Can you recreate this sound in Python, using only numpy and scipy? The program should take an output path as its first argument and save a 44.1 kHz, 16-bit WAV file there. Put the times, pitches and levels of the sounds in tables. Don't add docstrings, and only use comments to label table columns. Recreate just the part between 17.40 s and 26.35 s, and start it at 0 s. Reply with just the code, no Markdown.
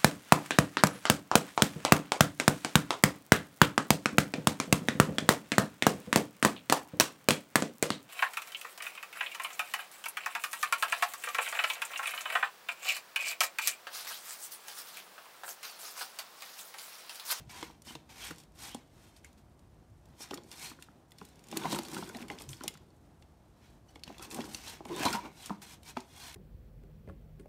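import sys
import numpy as np
from scipy import signal
from scipy.fft import rfft, irfft, next_fast_len
from scipy.io import wavfile
from scipy.ndimage import uniform_filter1d

SR = 44100
rng = np.random.default_rng(int(sys.argv[2]) if len(sys.argv) > 2 else 0)


def unload_audio(sound):
    columns = np.transpose(np.atleast_2d(sound))
    steps = np.round(np.clip(columns, -1, 1) * 32767)
    wavfile.write(sys.argv[1], SR, steps.astype(np.int16))


def gain_from_db(level_db):
    decades = np.asarray(level_db, float) / 20
    return 10 ** decades


N = 394694
TIME = np.arange(N) / SR

# peak in seconds, swell in seconds, fade in seconds,
# drumming of the hollow body in dB, ring of the wheel shell against it in dB.
ROLLING = [(.215, 0.24, 0.086, -64, 4), (2.915, 0.0085, 0.19, -44, -19), (4.171, 0.084, 0.086, -38.5, -20),
           (4.26, 0.067, 0.082, -37, 3), (4.335, 0.059, 0.098, -35.5, -3), (4.59, 0.27, 0.082, -40.5, -5.5),
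           (4.83, 0.54, 0.14, -48, -0.5), (4.9, 0.0068, 0.26, -48, -3), (5.1, .1, 0.25, -60, -2),
           (5.248, 0.07, 0.097, -48, -7), (6.7, 0.036, 0.046, -46, -20), (6.81, 0.035, 0.15, -53, -8),
           (7.0, 0.19, 0.18, -42, -2.5), (7.46, .015, 0.12, -63, 6), (7.51, 0.07, 0.28, -45.5, -15),
           (7.58, 0.093, 0.25, -40, 0), (7.66, 0.024, 0.11, -36, 9), (7.752, 0.023, 0.062, -37.5, 6.5),
           (7.852, 0.023, 0.058, -46.5, 9.5)]
# frequency in Hz, width in Hz, level in dB.
SHELL_MODES = [(640, 100, -8), (728, 205, 3), (920, 88, 1), (1001, 68, -2.5), (1400, 150, -7)]


def evened(x):
    return x / np.sqrt(np.mean(x ** 2) + 1e-20)


def read(points, hz):
    f, value = np.transpose(points)
    return np.interp(np.log(hz + 1), np.log(f + 1), value)


def coloured(x, spectrum):
    size = next_fast_len(len(x))
    gain = gain_from_db(read(spectrum, np.fft.rfftfreq(size, 1 / SR)))
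    return evened(irfft(rfft(x, size) * gain, size)[:len(x)])


def wander(seconds):
    size = max(int(seconds * SR / 20), 2)
    slow = uniform_filter1d(rng.standard_normal(N // 20 + 2), size)
    slow = uniform_filter1d(slow, size)
    return evened(np.interp(TIME, np.arange(len(slow)) * 20 / SR, slow))


def resonate(x, hz, width):
    turn = np.exp(2j * np.pi * np.cumsum(hz) / SR)
    r = np.exp(-np.pi * width / SR)
    slow = signal.lfilter([1], [1, -2 * r, r ** 2], x / turn + 1e-18)
    return (turn * slow).real


def rung(x, modes, shift_db, bend):
    out = np.zeros(N)
    for f, width, db in modes:
        level = gain_from_db(db + shift_db * wander(0.025))
        hz = f * (1 + bend * wander(0.12))
        out += level * evened(resonate(np.diff(x, prepend=0), hz, width))
    return evened(out)


def grains(per_s, spread_db, clump_db):
    size = gain_from_db(spread_db * np.minimum(rng.exponential(1, N), 4) + clump_db)
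    return size * rng.choice([-1., 1.], N) * (rng.random(N) < per_s / SR)


def stroked(rows, roundness, dulling):
    edge_db = 20
    ms = np.arange(0, N / SR, 1 / 1000)
    peak, swell, fade, db, upper_db = np.array(rows).T[:, :, None]
    span = np.where(ms < peak, np.maximum(swell, 1 / 500), np.maximum(fade, 1 / 500))
    way = (ms - peak) / span
    down_db = np.minimum(edge_db * abs(way) ** roundness, 200)
    upper_down_db = down_db * (1 + dulling * (way > 0))
    layers = db - down_db, db + upper_db - upper_down_db
    return np.array([np.interp(TIME, ms, (gain_from_db(x) ** 2).sum(0)) for x in layers])


def add(mix, s, sound):
    part = mix[round(s * SR):][:len(sound)]
    part += sound[:len(part)]


def jolts():
    drumming = 10 * np.log10(stroked(ROLLING, 0.89, 0)[0] + 1e-12)
    rolling = np.clip((drumming + 64) / 10, 0, .25)
    hits = abs(grains(130, 3., 0))
    power = signal.lfilter([1], [1, -np.exp(-1 / (.005 * SR))], hits) ** 2
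    power = power / (uniform_filter1d(power, SR // 20) + .05 * power.mean())
    return np.sqrt(1 - rolling + rolling * power)


def scrape(force):
    # peak in seconds,
    # swell in seconds, fade in seconds, peak level in dB, treble above 8 kHz in dB.
    scuffs = [(0, .01, 0.057, -61, -29), (.096, 0.0045, 0.22, -52.5, -11), (.205, 0.12, 0.14, -50, -8),
              (.48, 0.038, 0.13, -51.5, -4), (.693, 0.0028, 0.16, -56, -11), (.87, 0.15, 0.092, -46, -6),
              (1.24, 0.082, 0.17, -48.5, -3.5), (2.834, 0.06, 0.044, -50.5, -1),
              (3.125, 0.017, 0.032, -50, -2), (3.26, 0.18, 0.1, -48.5, -2), (6.84, 0.047, 0.052, -50.5, -5),
              (7.16, 0.1, 0.078, -53, -1.5), (7.288, 0.12, 0.12, -47, -5), (8.03, 0.11, 0.17, -54, -5.5),
              (8.22, 0.0048, 0.069, -51, -4.5), (8.33, 0.12, 0.055, -54, -5),
              (8.49, 0.056, 0.051, -50.5, -4), (8.86, 0.19, 0.18, -50.5, -5)]
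    skids = [(2.935, 0.22, 0.1, -57, -15), (4.17, 0.12, 0.35, -51, -12), (4.33, 0.17, 0.17, -44.5, -4),
             (4.56, 0.18, 0.28, -49.5, -3), (4.82, 0.15, 0.041, -54.5, -8.5),
             (4.92, 0.045, 0.091, -55, -11), (5.0, 0.023, 0.1, -53.5, -3), (5.1, 0.016, 0.13, -54.5, 4),
             (5.26, 0.17, 0.14, -57.5, -14), (6.67, 0.052, 0.35, -59, -26), (6.92, 0.033, 0.41, -52, -1),
             (7.47, .02, .1, -75, -6), (7.658, 0.14, 0.14, -36, -11), (7.74, 0.029, 0.055, -41, -8),
             (7.85, 0.05, 0.076, -54.5, -26), (8.577, 0.03, 0.082, -54, -20)]
    fidgets = [
        (1.0, 0.11, 0.071, -61.5, -4),
        (1.65, 0.23, 0.18, -64, -6),
        (1.776, 0.074, .05, -65.5, -4),
        (1.85, 0.028, 0.11, -64.5, -7),
        (1.98, 0.01, 0.045, -67, -3),
        (3.43, 0.11, 0.11, -63.5, -6),
        (3.8, 0.066, 0.54, -65.5, -7),
        (6.26, 0.12, 0.12, -65, -28),
        (6.495, 0.02, 0.066, -67, -7),
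        (6.56, 0.038, 0.046, -68, -5),
    ]
    # frequency in Hz, level in dB per Hz.
    grit_spectrum = [(250, -2.5), (500, -5), (900, -5), (1400, -3), (2500, -3), (4000, -10), (6000, -4.5),
                     (8000, -13), (10000, -19.5)]
    fizz_spectrum = [(5000, -29), (8500, -8.5), (10000, -14), (13000, -16.5), (15000, -29), (17000, -38)]
    # frequency in Hz, width in Hz, level in dB.
    rim_modes = [(2205, 68, 2), (2470, 100, -2), (2722, 150, 1), (3134, 310, 4), (3550, 230, 3.5),
                 (3950, 150, 1), (4122, 150, 4.5), (4680, 200, 0), (5240, 400, -2)]
    rest_db = -84.5
    sole_hz, sole_width_hz, sole_db = 5100, 5000, -5.5
    sole_octave_db = 10.5

    power = stroked(scuffs, 1.67, 0.9) + stroked(skids + fidgets, 1.13, 0.43)
    level, treble = np.sqrt(power + gain_from_db(rest_db) ** 2)
    grit = evened(grains(12000, 2.5, 1.3 * wander(.004)) * force)
    rim = gain_from_db(-5.5) * rung(grit, rim_modes, 4., .04)
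    shell = gain_from_db(-7.5) * rung(grit, SHELL_MODES, 3., .02)
    ring_hz = sole_hz * (treble / level) ** (20 / np.log2(10) / sole_octave_db)
    ring_hz = np.clip(ring_hz, SR / 20, SR / 6)
    sole = gain_from_db(sole_db) * evened(resonate(grit, ring_hz, sole_width_hz))
    low = evened(coloured(grit, grit_spectrum) + rim + shell + sole)
    fizz = gain_from_db(-3.5 + 3.2 * wander(0.008)) * coloured(grit, fizz_spectrum)
    return level * low + treble * fizz


def roll(force):
    # frequency in Hz, width in Hz, level in dB.
    body_modes = [(196, 103, -2), (223, 80, -5.5), (320.3, 45, -5), (349, 132, 0), (449, 260, -11)]
    body, shell = np.sqrt(stroked(ROLLING, 0.89, 0.34))
    bumps = grains(1200, 2.5, 0) * force
    drumming = body * rung(bumps, body_modes, 2.65, 0.029)
    return drumming + shell * gain_from_db(-2.45) * rung(bumps, SHELL_MODES, 4., 0.015)


def knocks():
    # start in seconds, peak level in dB, wheel shell pitch in Hz, body pitch in Hz.
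    stops = [(.094, -56, 1040, 186), (0.227, -32.5, 947, 319), (0.469, -48, 1010, 234),
             (0.506, -42.5, 1000, 244), (0.552, -38.5, 950, 311), (.908, -36, 1360, 303),
             (1.347, -34, 790, 240), (2.804, -46, 800, 320), (2.91, -33, 785, 305),
             (2.934, -34.5, 1220, 287), (2.979, -42.5, 970, 345), (3.814, -40.5, 1010, 182),
             (5.239, -38.5, 820, 339), (6.558, -44, 835, 310), (6.701, -38, 695, 296),
             (6.987, -31, 730, 230), (7.497, -42, 690, 337), (8.105, -27, 880, 200)]
    bumps = [(0.3, -46, 844, 320), (3.315, -42, 1190, 253), (3.388, -46.5, 1380, 362),
             (3.485, -46.5, 1280, 190.1), (4.127, -36.5, 800, 242), (4.253, -29.5, 895, 161),
             (4.326, -28, 970, 273), (4.388, -30, 840, 236), (4.526, -43, 1390, 187),
             (4.566, -32.5, 1360, 196), (4.696, -39.5, 1400, 401.5), (5.008, -47, 836, 300),
             (4.625, -33.5, 890, 189), (4.904, -34, 830, 302), (5.209, -37, 1360, 267),
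             (5.352, -47, 1330, 163), (6.675, -42, 870, 196), (6.795, -45, 945, 390),
             (7.039, -41.5, 1360, 300), (7.087, -50, 568, 223), (7.148, -46, 832, 337),
             (7.272, -46, 825, 330), (7.406, -38.5, 790, 333), (7.455, -37, 824, 249),
             (7.653, -25, 980, 238), (7.745, -44, 920, 210), (8.095, -35.5, 1251, 310),
             (8.569, -27, 850, 247.4)]
    sag = 0.23
    out, t = np.zeros(N), np.arange(6000) / SR
    blows = [(*row, -1.5) for row in stops] + [(*row, -3.5) for row in bumps]
    for s, peak_db, shell_hz, body_hz, body_db in blows:
        pair = rng.uniform(1.078, 1.583, 4)
        turn = 2 * np.pi * shell_hz * (t + sag * 0.0018 * (1 - np.exp(-t / 0.0013)))
        shell = np.sin(turn) + 0.43 * np.sin(turn * pair[0]) + 0.65 * np.sin(turn / pair[1])
        shell = shell * gain_from_db(-60 * t / 0.021) * np.minimum(t / .0025, 1)
        shell = shell / abs(shell).max()
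        body = np.sin(2 * np.pi * body_hz * t) + 0.53 * np.sin(2 * np.pi * body_hz * pair[2] * t)
        body = body * gain_from_db(-60 * t * body_hz / 22) * (1 - np.exp(-(t * body_hz / 0.44) ** 2))
        add(out, s, gain_from_db(peak_db) * (shell + gain_from_db(body_db) * body))
        add(out, s + pair[3] ** 2 / 100, gain_from_db(peak_db - 18.5) * shell)
    return out


def clicks():
    # start in seconds, peak level in dB, centre frequency in Hz.
    pings = [(.2279, -28.5, 2100), (.552, -34, 3590), (1.765, -50, 4220), (1.844, -55, 2130),
             (2.9095, -31.5, 3110), (2.9748, -36.5, 3320), (4.2552, -31, 2080), (4.7473, -36, 1850),
             (4.9009, -27.5, 2050), (4.9863, -37.5, 3560), (5.131, -35.5, 3340), (5.2076, -42, 3040),
             (5.8235, -51.5, 2720), (6.557, -39, 2229), (6.6356, -30, 4280), (6.6778, -38.5, 2499),
             (6.795, -42, 3350), (6.826, -37, 6120), (7.005, -36, 3240), (5.504, -60, 4440),
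             (7.1463, -27, 6000), (7.453, -38.5, 2280), (8.0954, -40.5, 2460), (8.5706, -30, 2300),
             (8.6045, -36.5, 5370)]
    chatter = [(1.3465, -36.5, 8600), (3.035, -49, 7040), (1.846, -41.5, 7220), (1.846, -46, 1590),
               (2.94, -47, 3840), (7.5625, -36, 8040), (3.813, -46.5, 2580), (7.466, -47, 9100),
               (4.126, -36, 2520), (4.172, -36, 2550), (4.236, -33, 3380), (4.981, -44, 2300),
               (5.131, -44.5, 2340), (7.1465, -32, 2720), (7.024, -46, 2720), (4.2216, -37, 1520),
               (4.3198, -29, 3820), (4.346, -30.5, 3200), (4.4331, -37, 7900), (4.465, -42, 4500),
               (4.566, -35.5, 2760), (4.6341, -40.5, 3680), (4.6655, -41, 1570), (4.7863, -42, 1750),
               (4.8063, -42, 2550), (4.8263, -35, 2280), (5.0053, -40, 2540), (5.168, -45, 5140),
               (6.7452, -46, 2080), (6.85, -48, 2680), (6.904, -39, 8000), (6.9717, -43, 2900),
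               (7.006, -39.5, 2120), (7.016, -37, 3270), (7.0421, -41, 5280), (7.054, -43, 4450),
               (7.218, -43, 4550), (7.2371, -43, 5250), (7.4835, -49, 3700), (7.4925, -43, 2070),
               (7.5175, -44, 3530), (7.564, -43, 1570), (7.5824, -44, 1590), (7.602, -34, 2670),
               (7.634, -24, 1580), (7.683, -26, 2410), (7.742, -30.5, 2200), (7.8562, -42, 2340)]
    rattles = [(.908, -39, 2760), (.983, -43, 9000), (1.035, -50, 5300), (2.9415, -32, 6960),
               (3.7847, -44, 3500), (7.5814, -37, 8000), (4.0392, -49, 6830), (4.07, -47, 5300),
               (4.114, -35, 5200), (4.3111, -30, 5420), (4.3274, -29, 3390), (4.3594, -30, 8150),
               (4.45, -37.5, 4540), (8.07, -38, 6500), (4.6906, -37, 6400), (4.8828, -40, 2240),
               (5.0904, -33.5, 6000), (5.2357, -29, 5900), (5.3393, -45, 4530), (6.5945, -53, 2640),
               (6.782, -37.5, 3520), (6.9113, -35.5, 2630), (6.9451, -30, 8500), (7.653, -20.5, 3940),
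               (7.728, -25.5, 5150)]
    snaps = [(.42, -44, 9000), (1.346, -32.5, 3400), (3.1147, -36, 5300), (3.424, -36, 2830),
             (3.7188, -43.5, 2005), (4.1712, -20.5, 7700), (4.3878, -24.5, 4520), (4.4842, -33.5, 3560),
             (4.5452, -32, 2680), (5.02, -33.5, 8360), (5.2793, -18.5, 2910), (5.3736, -48, 1940),
             (8.0596, -31.5, 7100), (8.4317, -43.5, 3740)]
    # start in seconds, peak level in dB.
    ticks = [(0.4503, -51), (0.9594, -47), (1.0006, -46), (1.929, -51.5), (2.1927, -56), (7.4522, -46),
             (2.656, -53.5), (3.707, -55), (3.8508, -44.5), (3.8874, -51), (3.9569, -51), (3.9926, -51),
             (4.0852, -40.5), (4.6426, -40), (4.769, -36.5), (.947, -55), (1.12, -59), (1.19, -43),
             (8.64, -59), (8.943, -37)]
    panel_hz = np.array([2050, 2800, 3450, 4450, 5370, 7200, 9200])
    panel_width_hz, panel_valley = 160, .7
    crack, crack_s = .4, .001

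    out, t = np.zeros(N), np.arange(4096) / SR
    hz = np.fft.rfftfreq(4096, 1 / SR) + 1
    edges = hz ** 2 / (hz ** 2 + 1500 ** 2) / (1 + (hz / 14500) ** 6)
    off = (hz[:, None] - np.array(panel_hz)) / panel_width_hz * 2
    panel = panel_valley + (1 / (1 + off ** 2)).sum(1)
    ticks = [(*row, 6900) for row in ticks]
    # rows, width in octaves, t60 in seconds
    kinds = [(pings, .6, .026), (chatter, .4, .02), (rattles, 1.7, .034), (snaps, 2.8, .024), (ticks, 4., .03)]
    for rows, octaves, t60 in kinds:
        decay_s = max(t60, .006)
        for s, peak_db, centre_hz in rows:
            away = np.log2(hz / centre_hz) / max(octaves, .1)
            colour = gain_from_db(-6 * np.minimum(abs(away), 8)) * edges * panel
            crackle = evened(irfft(rfft(rng.standard_normal(len(t))) * colour))
            steps = np.array([0, -1, 1]) * rng.uniform(0.262, 0.64, 3) * min(octaves, 1)
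            modes_hz = centre_hz * 2 ** steps
            rings = np.sin(2 * np.pi * np.outer(t, modes_hz)) @ [1.5, .12, .12]
            rings = gain_from_db(-5 - 2 * min(octaves, 4) - 45 * t / decay_s) * rings
            sound = crackle * (gain_from_db(-60 * t / decay_s) + crack * np.exp(-t / crack_s)) + rings
            sound = sound * np.minimum(t / 0.00022, 1)
            add(out, s, gain_from_db(peak_db) * sound / abs(sound).max())
    return out


def rubs():
    # start in seconds, length in seconds,
    # first frequency in Hz, last frequency in Hz, level in dB.
    singing = [(0.12, 0.11, 970, 930, -56.5), (0.482, 0.047, 3100, 3000, -53),
               (.465, 0.036, 5200, 5200, -54), (2.803, 0.055, 5600, 5390, -50),
               (3.188, 0.11, 2250, 2400, -55.5), (3.214, 0.099, 3200, 3100, -56),
               (3.247, 0.083, 4160, 4400, -52.5), (4.152, 0.04, 1100, 1120, -50),
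               (4.188, 0.15, 3350, 4300, -55), (4.303, .04, 4000, 3600, -50),
               (4.305, 0.02, 5500, 5430, -52), (4.359, 0.022, 1500, 920, -46.5),
               (4.743, 0.033, 4000, 3920, -55), (6.815, 0.065, 1000, 1100, -59),
               (6.897, 0.054, 2500, 2500, -61), (7.505, 0.074, 1020, 1000, -50),
               (7.529, 0.081, 3650, 3470, -51.5), (7.604, 0.06, 2650, 2500, -47),
               (7.613, 0.024, 1600, 1640, -42), (7.65, 0.043, 4100, 4100, -37),
               (7.656, 0.026, 980, 950, -27), (7.68, 0.037, 930, 960, -40), (4.24, 0.048, 1060, 930, -44),
               (4.901, 0.023, 830, 827, -41), (5.279, 0.019, 2100, 2100, -51),
               (7.266, 0.048, 4050, 4000, -49), (7.286, .05, 3400, 3220, -59),
               (8.104, 0.088, 1330, 1210, -59), (0.79, 0.13, 2300, 2350, -56),
               (0.807, 0.09, 3300, 3220, -52), (1.3, 0.068, 3000, 3300, -55), (7.55, .1, 380, 340, -47),
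               (6.8, 0.041, 1400, 1330, -57), (1.843, .025, 2204, 2210, -58),
               (8.566, 0.01, 1292, 750, -43.5), (7.738, 0.08, 960, 953, -37.5), (7.83, 0.07, 309, 297, -48),
               (7.793, 0.15, 2300, 2320, -60), (8.021, 0.067, 3200, 3080, -59),
               (8.099, 0.073, 950, 893, -56)]
    drones = [(0, 0.032, 150, 140, -50), (.055, 0.054, 125, 120, -54.5), (2.506, 0.091, 90, 88.02, -61),
              (2.67, 0.054, 89, 85, -58), (5.069, 0.072, 138, 120, -50.5), (.9, 0.046, 159, 152, -48.5),
              (0.551, 0.049, 151, 149, -57), (3.812, 0.026, 433, 399, -53.5),
              (4.325, 0.052, 261, 247, -42.5), (4.751, 0.027, 245, 232, -44), (4.797, 0.094, 236, 228, -51),
              (6.974, 0.05, 296, 250, -45), (7.496, 0.072, 354, 344, -38.5),
              (7.655, 0.031, 256.4, 247, -31.5), (7.3, 0.051, 370, 360, -69), (7.6, 0.027, 330, 320, -36.5),
              (8.108, 0.018, 211, 209, -42)]
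    width = 0.048
    flutter = 0.61
    early = 0.6
    out = np.zeros(N)
    for s, length, first_hz, last_hz, db in singing + drones:
        a, b = rng.standard_normal((2, 8000))
        way = np.linspace(0, 1, int(np.clip(length, .01, .15) * SR))
        r = np.exp(-np.pi * width * first_hz / SR)
        slow = signal.lfilter([1], [1, -r], a + 1j * b)[-len(way):]
        turn = np.exp(2j * np.pi * np.cumsum(first_hz + (last_hz - first_hz) * way) / SR)
        tone = evened((turn * slow / abs(slow) ** (1 - flutter)).real)
        add(out, max(s, 0), gain_from_db(db) * tone * np.sin(np.pi * way ** early))
    return out


def squeak():
    # start in seconds, length in seconds, slip rate in Hz, level in dB.
    slips = [
        (6.483, .02, 1490, -64.5),
    ]
    out = np.zeros(N)
    for s, length, hz, db in slips:
        t = np.arange(int(max(length, .008) * SR)) / SR
        stack = np.sin(2 * np.pi * np.outer(hz * t, [2, 3, 4])) @ [1, .5, 1]
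        add(out, s, gain_from_db(db) * stack * np.sin(np.pi * t / t[-1]))
    return out


def yard(x):
    # frequency in Hz, t60 in seconds.
    decay = [(300, 0.59), (1500, 0.25), (4000, 0.38), (10000, 0.19)]
    taps = np.zeros(SR // 2)
    at = np.arange(200, len(taps) - 20, 20)
    taps[at + rng.integers(0, 20, len(at))] = rng.choice([-1., 1.], len(at))
    hz, t, z = signal.stft(taps, SR, nperseg=256)
    z = z * gain_from_db(-60 * t / read(decay, hz)[:, None])
    tail = signal.istft(z, SR, nperseg=256)[1]
    return signal.fftconvolve(x, tail / np.linalg.norm(tail))[:N]


def air():
    # frequency in Hz, level in dB per Hz.
    air_spectrum = [(15, -46), (25, -10.5), (76, -3.5), (157, -11.5), (185, -17.5), (229, -15.5),
                    (277, -19), (317, -16.5), (439, -24.5), (695, -23), (2160, -39), (9840, -49),
                    (16000, -51.5)]
    # time in seconds, level in dB.
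    rumble = [(0, -59), (.09, -67.5), (.16, -66.5), (2.3, -65), (2.55, -63), (2.801, -69), (4.1, -69.5),
              (4.33, -69.5), (5.04, -63.5), (5.11, -53.5), (5.2, -65.5), (8.95, -66.5)]
    hiss = coloured(rng.standard_normal(N), [(90, -33.0), (150, -1.5), (20000, -4.0)])
    low = coloured(rng.standard_normal(N), [(130, -6.0), (170, -28)])
    s, db = np.transpose(rumble)
    swell_db = np.interp(TIME, s, db) - np.mean(db) + 0.31 * wander(0.042)
    both = hiss * gain_from_db(1. * wander(0.047)) + gain_from_db(-20) * low * gain_from_db(swell_db)
    return gain_from_db(-59.5) * coloured(both, air_spectrum)


def scene():
    force = jolts()
    toy = scrape(force) + roll(force) + clicks() + knocks() + squeak() + rubs()
    return (toy + gain_from_db(-16.5) * yard(toy) + air())[None]


def roll_off(x):
    return signal.sosfilt(signal.butter(12, 16510, fs=SR, output="sos"), x)


def record(dry):
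    # frequency in Hz, response in dB.
    microphone = [(20, -30), (45, 0), (15600, 0), (15850, -45)]
    heard = coloured(dry[0], microphone) * np.std(dry)
    return roll_off(heard[None])


dry = scene()
out = record(dry)
unload_audio(out)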